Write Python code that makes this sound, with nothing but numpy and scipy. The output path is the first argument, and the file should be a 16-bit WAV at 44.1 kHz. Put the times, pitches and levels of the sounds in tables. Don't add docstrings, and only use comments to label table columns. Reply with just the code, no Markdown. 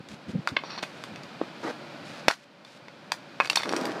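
import sys
import numpy as np
from scipy import signal
from scipy.fft import rfft, irfft
from scipy.io import wavfile
from scipy.ndimage import uniform_filter1d, minimum_filter1d

SR = 44100
rng = np.random.default_rng(int(sys.argv[2]) if len(sys.argv) > 2 else 0)


def generate_wav(signal):
    frames = np.transpose(np.atleast_2d(signal))
    scaled = np.clip(frames, -1, 1) * 32767
    pcm = np.round(scaled).astype(np.int16)
    wavfile.write(sys.argv[1], SR, pcm)


N = 176400

# start_s, then thud, knock, clack, snap
# and tick level_db, blade_ring_db (before the trim), lower and upper resonance pitch_hz, their height_db, crunch_s
KNOCKS = [ (0.4744, -42.5, -18.5, -23, -31.5, -38.5, -5.5, 1380, 4760, 9.6, 0.00072),
          (0.4855, -55, -36, -41, -32.5, -47, -14, 1930, 3750, 9, 0.0077),
          (0.5654, -28.5, -21, -16, -23, -64, -5, 2070, 3130, 4.9, 0.0061),
          (0.6372, -37, -31.5, -44, -55, -72, 8, 900, 4610, 5.1, 0.0011),
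          (0.8255, -31, -31, -35, -30.5, -44.5, -18, 790, 2620, 4.4, 0.01),
          (1.0388, -46, -39, -38, -40, -48.5, -1, 1040, 4560, 3.1, 0.0013),
          (1.4136, -22, -25, -44, -48, -83, -9, 500, 970, 4.5, 0.0037),
          (2.2825, -12, -5, -11.5, -14, -35, -6.5, 647, 1310, 7.4, 0.00089),
          (2.283, -19.5, -13.5, -6, -8.5, -23.5, -7.5, 1430, 5500, 6.3, 0.0049),
          (2.3020, -31, -16, -21, -46, -47, -9, 800, 1346, 5, 0.0012),
          (2.3103, -31, -17.5, -16.5, -33, -35, -9, 900, 1500, 4.4, 0.00072),
          (2.3117, -47, -29, -23, -21, -30.5, -10, 1850, 4400, 8.2, 0.0023),
          (3.1195, -43.5, -19, -23, -22.5, -33, -12, 1450, 4730, 3.9, 0.0023),
          (3.4017, -23.5, -13.5, -17.5, -31.5, -47, 6.5, 1060, 2530, 3.7, 0.00085),
          (3.4077, -52, -19.5, -19.5, -37, -47, -7, 1060, 2550, 4.9, 0.0011),
          (3.4989, -46, -21.5, -20.5, -18.5, -27.5, -12, 2730, 4580, 14, 0.0044),
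          (3.5566, -42, -27, -21.5, -18, -24.5, -3, 2260, 5500, 5.4, 0.0056),
          (3.5719, -35, -22.5, -23, -32, -46, -5, 930, 1700, 7.8, 0.0015),
          (3.5722, -42, -32, -37, -17, -36, -12, 3580, 4400, 19, 0.0047),
          (3.7245, -30, -28.5, -35, -54, -51, -10, 794, 1600, 5, 0.00061),
          (3.736, -24, -24, -30, -48, -63, -10, 1050, 1610, 6, 0.0006)]
# start_s, level_db, brightness_db_per_octave, pitch_hz
TICKS = [(0.087, -37.5, 4.5, 3900), (0.777, -36, -5, 1100), (0.8361, -27, 0, 790),
         (1.1589, -35.5, 0.5, 2560), (1.234, -41.5, 3, 4830), (2.6485, -32.5, -1, 3500),
         (2.883, -32, -3, 2120), (3.447, -25.5, 1, 1510), (3.4583, -26, 0.5, 1490), (3.473, -27, -1, 4700),
         (3.511, -31.5, -5.5, 890), (3.523, -35, -3, 4500), (3.5308, -24.5, -1.5, 3850),
         (3.583, -28, 0, 2470), (3.5995, -25.5, -1.5, 1360), (3.607, -29, -3.5, 1290),
         (3.6328, -20.5, 0, 2030), (3.656, -25, -1.5, 1100), (3.692, -22.5, -2, 5500),
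         (3.726, -31.5, 5, 5400), (3.7641, -22.5, 1.5, 5450), (3.812, -34.5, 4.5, 5400),
         (3.8542, -26.5, 2.5, 4820)]
TICK_COLOUR_DB = [-18.5, -9, -9, -12, -20.5]
TICK_SPREAD_DB = 2
TICK_RING_DB, TICK_CRUNCH_S, TICK_PEAK_DB = -0.5, 0.0026, 8.5
TICK_OVERTONE = (1.3, 2.62)
# start_s, peak_db (before smoothing), decay_s
SHOT_PUSH = (2.2823, -26, 0.0038)


def knocks():
    out = np.zeros(N)
    for start_s, *bands_db, ring_db, low_hz, high_hz, peak_db, crunch_s in KNOCKS:
        add(out, start_s, yard(knock(bands_db, ring_db, (low_hz, high_hz), peak_db, crunch_s)))

    octaves = np.log2(np.array(COLOUR_HZ) / COLOUR_HZ[2])
    for start_s, level_db, tilt, hz in TICKS:
        bands_db = level_db + np.array(TICK_COLOUR_DB) + tilt * octaves
        bands_db = bands_db + TICK_SPREAD_DB * rng.standard_normal(len(octaves))
        pitches_hz = (hz, hz * rng.uniform(*TICK_OVERTONE))
        add(out, start_s, yard(knock(bands_db, TICK_RING_DB, pitches_hz, TICK_PEAK_DB, TICK_CRUNCH_S)))

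    start_s, peak_db, decay_s = SHOT_PUSH
    u = np.arange(SR // 15) / SR / decay_s
    push = (1 - u) * np.exp(-u)
    add(out, start_s, amp(peak_db) * signal.lfilter([.1], [1, -.9], push))
    return out


COLOUR_HZ = [280, 900, 2100, 4200, 9000]
PEAK_WIDTH_HZ, PEAK_WIDTH_SHARE = 216, 0.069
KNOCK_SPAN_S = 0.008


def knock(bands_db, ring_db, pitches_hz, peak_db, crunch_s):
    band_widths_hz = np.array([400, 1000, 1500, 3000, 6000])
    db = np.array(bands_db) - 10 * np.log10(band_widths_hz)
    below = [(40, db[0] - 29), (130, db[0] - 13.0)]
    above = [(12500, db[-1] - 12.5), (16000, db[-1] - 14)]
    peaks = [(hz, peak_db, PEAK_WIDTH_HZ + PEAK_WIDTH_SHARE * hz) for hz in pitches_hz]
    pulse = click([*below, *zip(COLOUR_HZ, db), *above], peaks)
    struck = signal.fftconvolve(crunch(crunch_s), pulse)
    energy = KNOCK_SPAN_S * SR * np.sum(amp(bands_db) ** 2)
    return unit(blade(struck, ring_db, pitches_hz)) * np.sqrt(energy)


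CRUNCH_DB = 17.5


def crunch(crunch_s):
    u = np.minimum(np.arange(SR // 80) / SR / max(crunch_s, 1 / SR), 1)
    swell = unit(rng.standard_normal(len(u)) * u * (1 - u))
    force = swell * amp(CRUNCH_DB) * crunch_s / KNOCK_SPAN_S
    force[0] = 1
    spectrum = rfft(force, 2048)
    smooth_power = uniform_filter1d(abs(spectrum) ** 2, size=25)
    return irfft(spectrum / np.sqrt(smooth_power))[:len(u)]


# pitch_hz, level_db (relative), t60_s
BLADE = [(567, -7, 0.056), (1093, -7, 0.036), (1659, -5.5, 0.043), (2196, -1, 0.041), (2540, 1.5, 0.078),
         (3556, 6.5, 0.037), (4330, 3.5, 0.048), (4660, 12.5, 0.016), (5654, 11, 0.013),
         (12850, 10.5, 0.031)]
MODE_SPREAD_DB, MODE_DETUNE = 0.5, 0.011
FOCUS_DB_PER_OCTAVE = 4
RING_TRIM_DB = -7.0


def blade(x, ring_db, favoured_hz):
    t = np.arange(SR // 8) / SR
    ring = np.zeros(len(t))
    for hz, level_db, t60_s in BLADE:
        louder, sharper = rng.uniform(-1, 1, 2)
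        octaves_away = min(np.min(abs(np.log2(hz / np.array(favoured_hz)))), 1)
        size = amp(level_db + MODE_SPREAD_DB * louder - FOCUS_DB_PER_OCTAVE * octaves_away)
        decay = np.exp(-np.log(1000) * t / t60_s)
        ring += size * decay * np.cos(2 * np.pi * hz * (1 + MODE_DETUNE * sharper) * t)
    ring = unit(ring) * amp(ring_db + RING_TRIM_DB)
    ring[0] += 1
    return signal.fftconvolve(x, ring)


# start_s, length_s, level_db (before the edge cut)
SLIDES = [(.64, 0.07, -39), (.70, 0.069, -35), (.778, 0.017, -28), (3.41, 0.06, -41), (3.565, 0.091, -38)]
# start_s, length_s, level_db, brightness_db_per_octave
SCUFFS = [(1.422, 0.0204, -42, 0.79), (1.63, 0.082, -30.5, 1.56), (3.653, 0.066, -31, 0),
          (3.734, 0.1767, -29, 0.3), (3.911, 0.11, -32.5, 0.73)]
# start_s, length_s, level_db
BRUSHES = [(.09, 0.06, -43), (.28, 0.041, -44.5), (.84, 0.26, -53.5), (1.6, 0.14, -56), (2.05, 0.157, -50),
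           (2.66, 0.12, -47), (3.58, 0.42, -57)]
# start_s, length_s, level_db
GRAVEL = [(3.42, 0.048, -40), (3.58, .06, -38.5), (3.66, 0.267, -44)]
# start_s, length_s, level_db
NET_RUSTLE = [(2.315, 0.029, -31), (2.345, 0.1, -47.5)]
# frequency_hz, level_db_per_hz (relative)
SLIDE_SPECTRUM = [(100, -17), (500, 5.5), (1500, 4.5), (3200, -3), (4400, -1.5), (5800, -17), (7000, -29),
                  (15000, -55)]
SCUFF_SPECTRUM = [(60, -45), (150, -5.5), (280, 8), (600, 1), (1700, -8.5), (3000, -23.5), (5000, -24.5),
                  (15000, -59.5)]
BRUSH_SPECTRUM = [(200, -12), (1500, 10.5), (4500, 6.5), (6500, 0), (10000, -10.5), (15000, -26)]
SLIDE_RING_DB, USUAL_RING_HZ, EDGE_CUT_DB = -6, 3600, -5.5


def scrapes():
    edge = friction(SLIDES, grains_per_s=2500, spread_db=2.5)
    edge = blade(edge, SLIDE_RING_DB, [USUAL_RING_HZ])[:N]
    out = colour(edge, SLIDE_SPECTRUM) * amp(EDGE_CUT_DB)

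    for *stroke, tilt in SCUFFS:
        spectrum = [(hz, db + tilt * np.log2(hz)) for hz, db in SCUFF_SPECTRUM]
        out += colour(friction([stroke], grains_per_s=5000, spread_db=0.5), spectrum)

    net = friction(NET_RUSTLE, grains_per_s=650, spread_db=1.0)
    gravel = friction(GRAVEL, grains_per_s=260, spread_db=2.0)
    loose_grit = friction(BRUSHES, grains_per_s=1500, spread_db=1.5)
    return out + colour(net + gravel + loose_grit, BRUSH_SPECTRUM)


# pitch_hz, pole_width_hz, level_db (against the slips)
SQUEAL = [(4390, 710, -9.5), (5540, 330, -15.5)]
SQUEAL_WANDER, WANDER_S = 0.01, 0.02
CHATTER_DB, CHATTER_S = 3.5, 0.006


def squeal():
    slips = friction(SLIDES, grains_per_s=2500, spread_db=2.0) * amp(CHATTER_DB * drift(CHATTER_S))
    bend = 1 + SQUEAL_WANDER * drift(WANDER_S)
    out = np.zeros(N)
    for hz, width_hz, level_db in SQUEAL:
        turn = np.exp(2j * np.pi * np.cumsum(hz * bend) / SR)
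        r = np.exp(-np.pi * width_hz / SR)
        ring = turn * signal.lfilter([1], [1, -2 * r, r * r], slips / turn + 1e-18)
        out += amp(level_db) * unit(ring.real) * np.linalg.norm(slips)
    return out


STROKE_RISE_S, STROKE_FALL_S = 0.01, 0.0078


def friction(strokes, grains_per_s, spread_db):
    t = np.arange(N) / SR
    hits = rng.random(N) < grains_per_s / SR
    sizes = amp(spread_db * np.minimum(rng.exponential(1, N), 4))
    grains = hits * rng.choice([-1, 1], N) * sizes
    press = np.zeros(N)
    for start_s, length_s, level_db in strokes:
        rise = np.clip((t - start_s) / STROKE_RISE_S + .5, 0, 1)
        fall = np.clip((start_s + length_s - t) / STROKE_FALL_S + .5, 0, 1)
        press += amp(level_db) * rise * fall
    return unit(grains) * np.sqrt(N) * press


def drift(step_s):
    values = rng.standard_normal(N // 40)
    return np.interp(np.arange(N) / SR / step_s, np.arange(len(values)), values)


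# delay_s, level_db (at low frequencies)
ECHOES = [(.0063, -17.5), (0.0156, -29.5), (0.0211, -19.5), (.0288, -28)]
YARD_DB, YARD_T60_S, YARD_RISE_S = -5, 0.15, 0.0023


def yard(x):
    t = np.arange(SR // 3) / SR
    swell = 1 - np.exp(-(t / YARD_RISE_S) ** 2)
    scatter = rng.standard_normal(len(t)) * swell * np.exp(-np.log(1000) * t / YARD_T60_S)
    spectrum = [(100, -11.0), (400, -11.5), (1200, -4.5), (4000, -4.5), (12000, 4)]
    response = amp(YARD_DB) * unit(colour(scatter, spectrum))
    response[0] += 1
    dull_click = signal.lfilter([.5], [1, -.5], signal.unit_impulse(SR // 1000))
    for delay_s, level_db in ECHOES:
        add(response, delay_s, amp(level_db) * dull_click)
    return signal.fftconvolve(x, response)[:N]


# centre_s, level_db (at the centre, before the high-pass), half_width_s
PUFFS = [(.005, -26.5, 0.0051), (0.128, -33.5, 0.031), (.295, -26, 0.017), (0.341, -28, 0.0079),
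         (0.357, -16.5, 0.0078), (0.391, -26, 0.015), (0.524, -28.5, 0.014), (1.13, -43, 0.032)]
# frequency_hz, level_db_per_hz (relative)
PUFF_SPECTRUM = [(30, -37), (70, 2), (115, -15.5), (215, 1.5), (320, -12), (500, -12), (800, -29),
                 (3000, -82)]


def wind():
    t = np.arange(N) / SR
    air = signal.hilbert(colour(rng.standard_normal(N), PUFF_SPECTRUM))
    evened = air.real / abs(air) ** .5
    air = colour(evened, [(40, -30), (110, 10), (600, -3.5), (2000, -37)])
    swells = sum(amp(db) * np.exp(-((t - s) / width_s) ** 2) for s, db, width_s in PUFFS)
    puffs = unit(air) * np.sqrt(N) * swells
    return signal.sosfilt(signal.butter(2, 100, "highpass", fs=SR, output="sos"), puffs)


# frequency_hz, level_db_per_hz (relative)
TRAFFIC_SPECTRUM = [(18, -71), (30, -37), (81, -24.5), (111, -8), (144, -1.5), (213, -1.5), (359, -4),
                    (399, -9), (575, -5), (1170, -11), (1470, -9), (1820, -13.5), (4660, -19), (6210, -30),
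                    (15500, -50.5)]
# pitch_hz, height_db, width_hz
TRAFFIC_PEAKS = [(573, 4.5, 33), (2430, 4, 150)]
TRAFFIC_DB = -42


def traffic():
    noise = rng.standard_normal(N + SR)
    return amp(TRAFFIC_DB) * colour(noise, TRAFFIC_SPECTRUM, TRAFFIC_PEAKS)[SR:]


def amp(db):
    return 10 ** (np.asarray(db) / 20)


def unit(x):
    return x / np.sqrt(np.sum(x ** 2) + 1e-20)


def add(mix, start_s, sound):
    part = mix[max(round(start_s * SR), 0):][:len(sound)]
    part += sound[:len(part)]


def click(points, peaks=(), size=4096):
    hz, db = np.transpose(points)
    f = abs(np.fft.fftfreq(size, 1 / SR))
    db = np.interp(np.log(f + 1), np.log(hz), db)
    for centre, lift, width in peaks:
        db = db + lift / (1 + (2 * (f - centre) / width) ** 2)
    minimum_phase = np.exp(np.conj(signal.hilbert(np.log(amp(db)))))
    return unit(np.fft.ifft(minimum_phase).real[:size // 2])


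def colour(x, points, peaks=()):
    return signal.fftconvolve(x, click(points, peaks))[:len(x)]


def scene():
    return (knocks() + yard(scrapes() + squeal()) + wind() + traffic())[None]


LIMIT_DB, HOLD_S, RECOVER_S, START_DUCK_DB = -1, 0.11, 0.92, 8.5
CEILING, EDGE_HZ = 0.69, 15450


def record(dry, attack_s=0.00069):
    over_db = np.maximum(20 * np.log10(abs(dry[0]) + 1e-9) - LIMIT_DB, 0)
    size = 2 * int(HOLD_S * SR / 2) + 1
    held_db = -minimum_filter1d(-over_db, size, origin=size // 2, mode="constant")
    fade = np.exp(-np.arange(N) / SR / RECOVER_S)
    duck_db = np.maximum.accumulate(np.maximum(held_db / fade, START_DUCK_DB)) * fade
    r = np.exp(-1 / (attack_s * SR))
    duck_db = signal.lfilter([1 - r], [1, -r], duck_db - START_DUCK_DB) + START_DUCK_DB
    loud = np.clip(dry * amp(-duck_db), -CEILING, CEILING)
    band_limit = signal.firwin(255, EDGE_HZ, window=("kaiser", 8), fs=SR)
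    return signal.oaconvolve(loud, band_limit[None], "same")


dry = scene()
out = record(dry)
generate_wav(out)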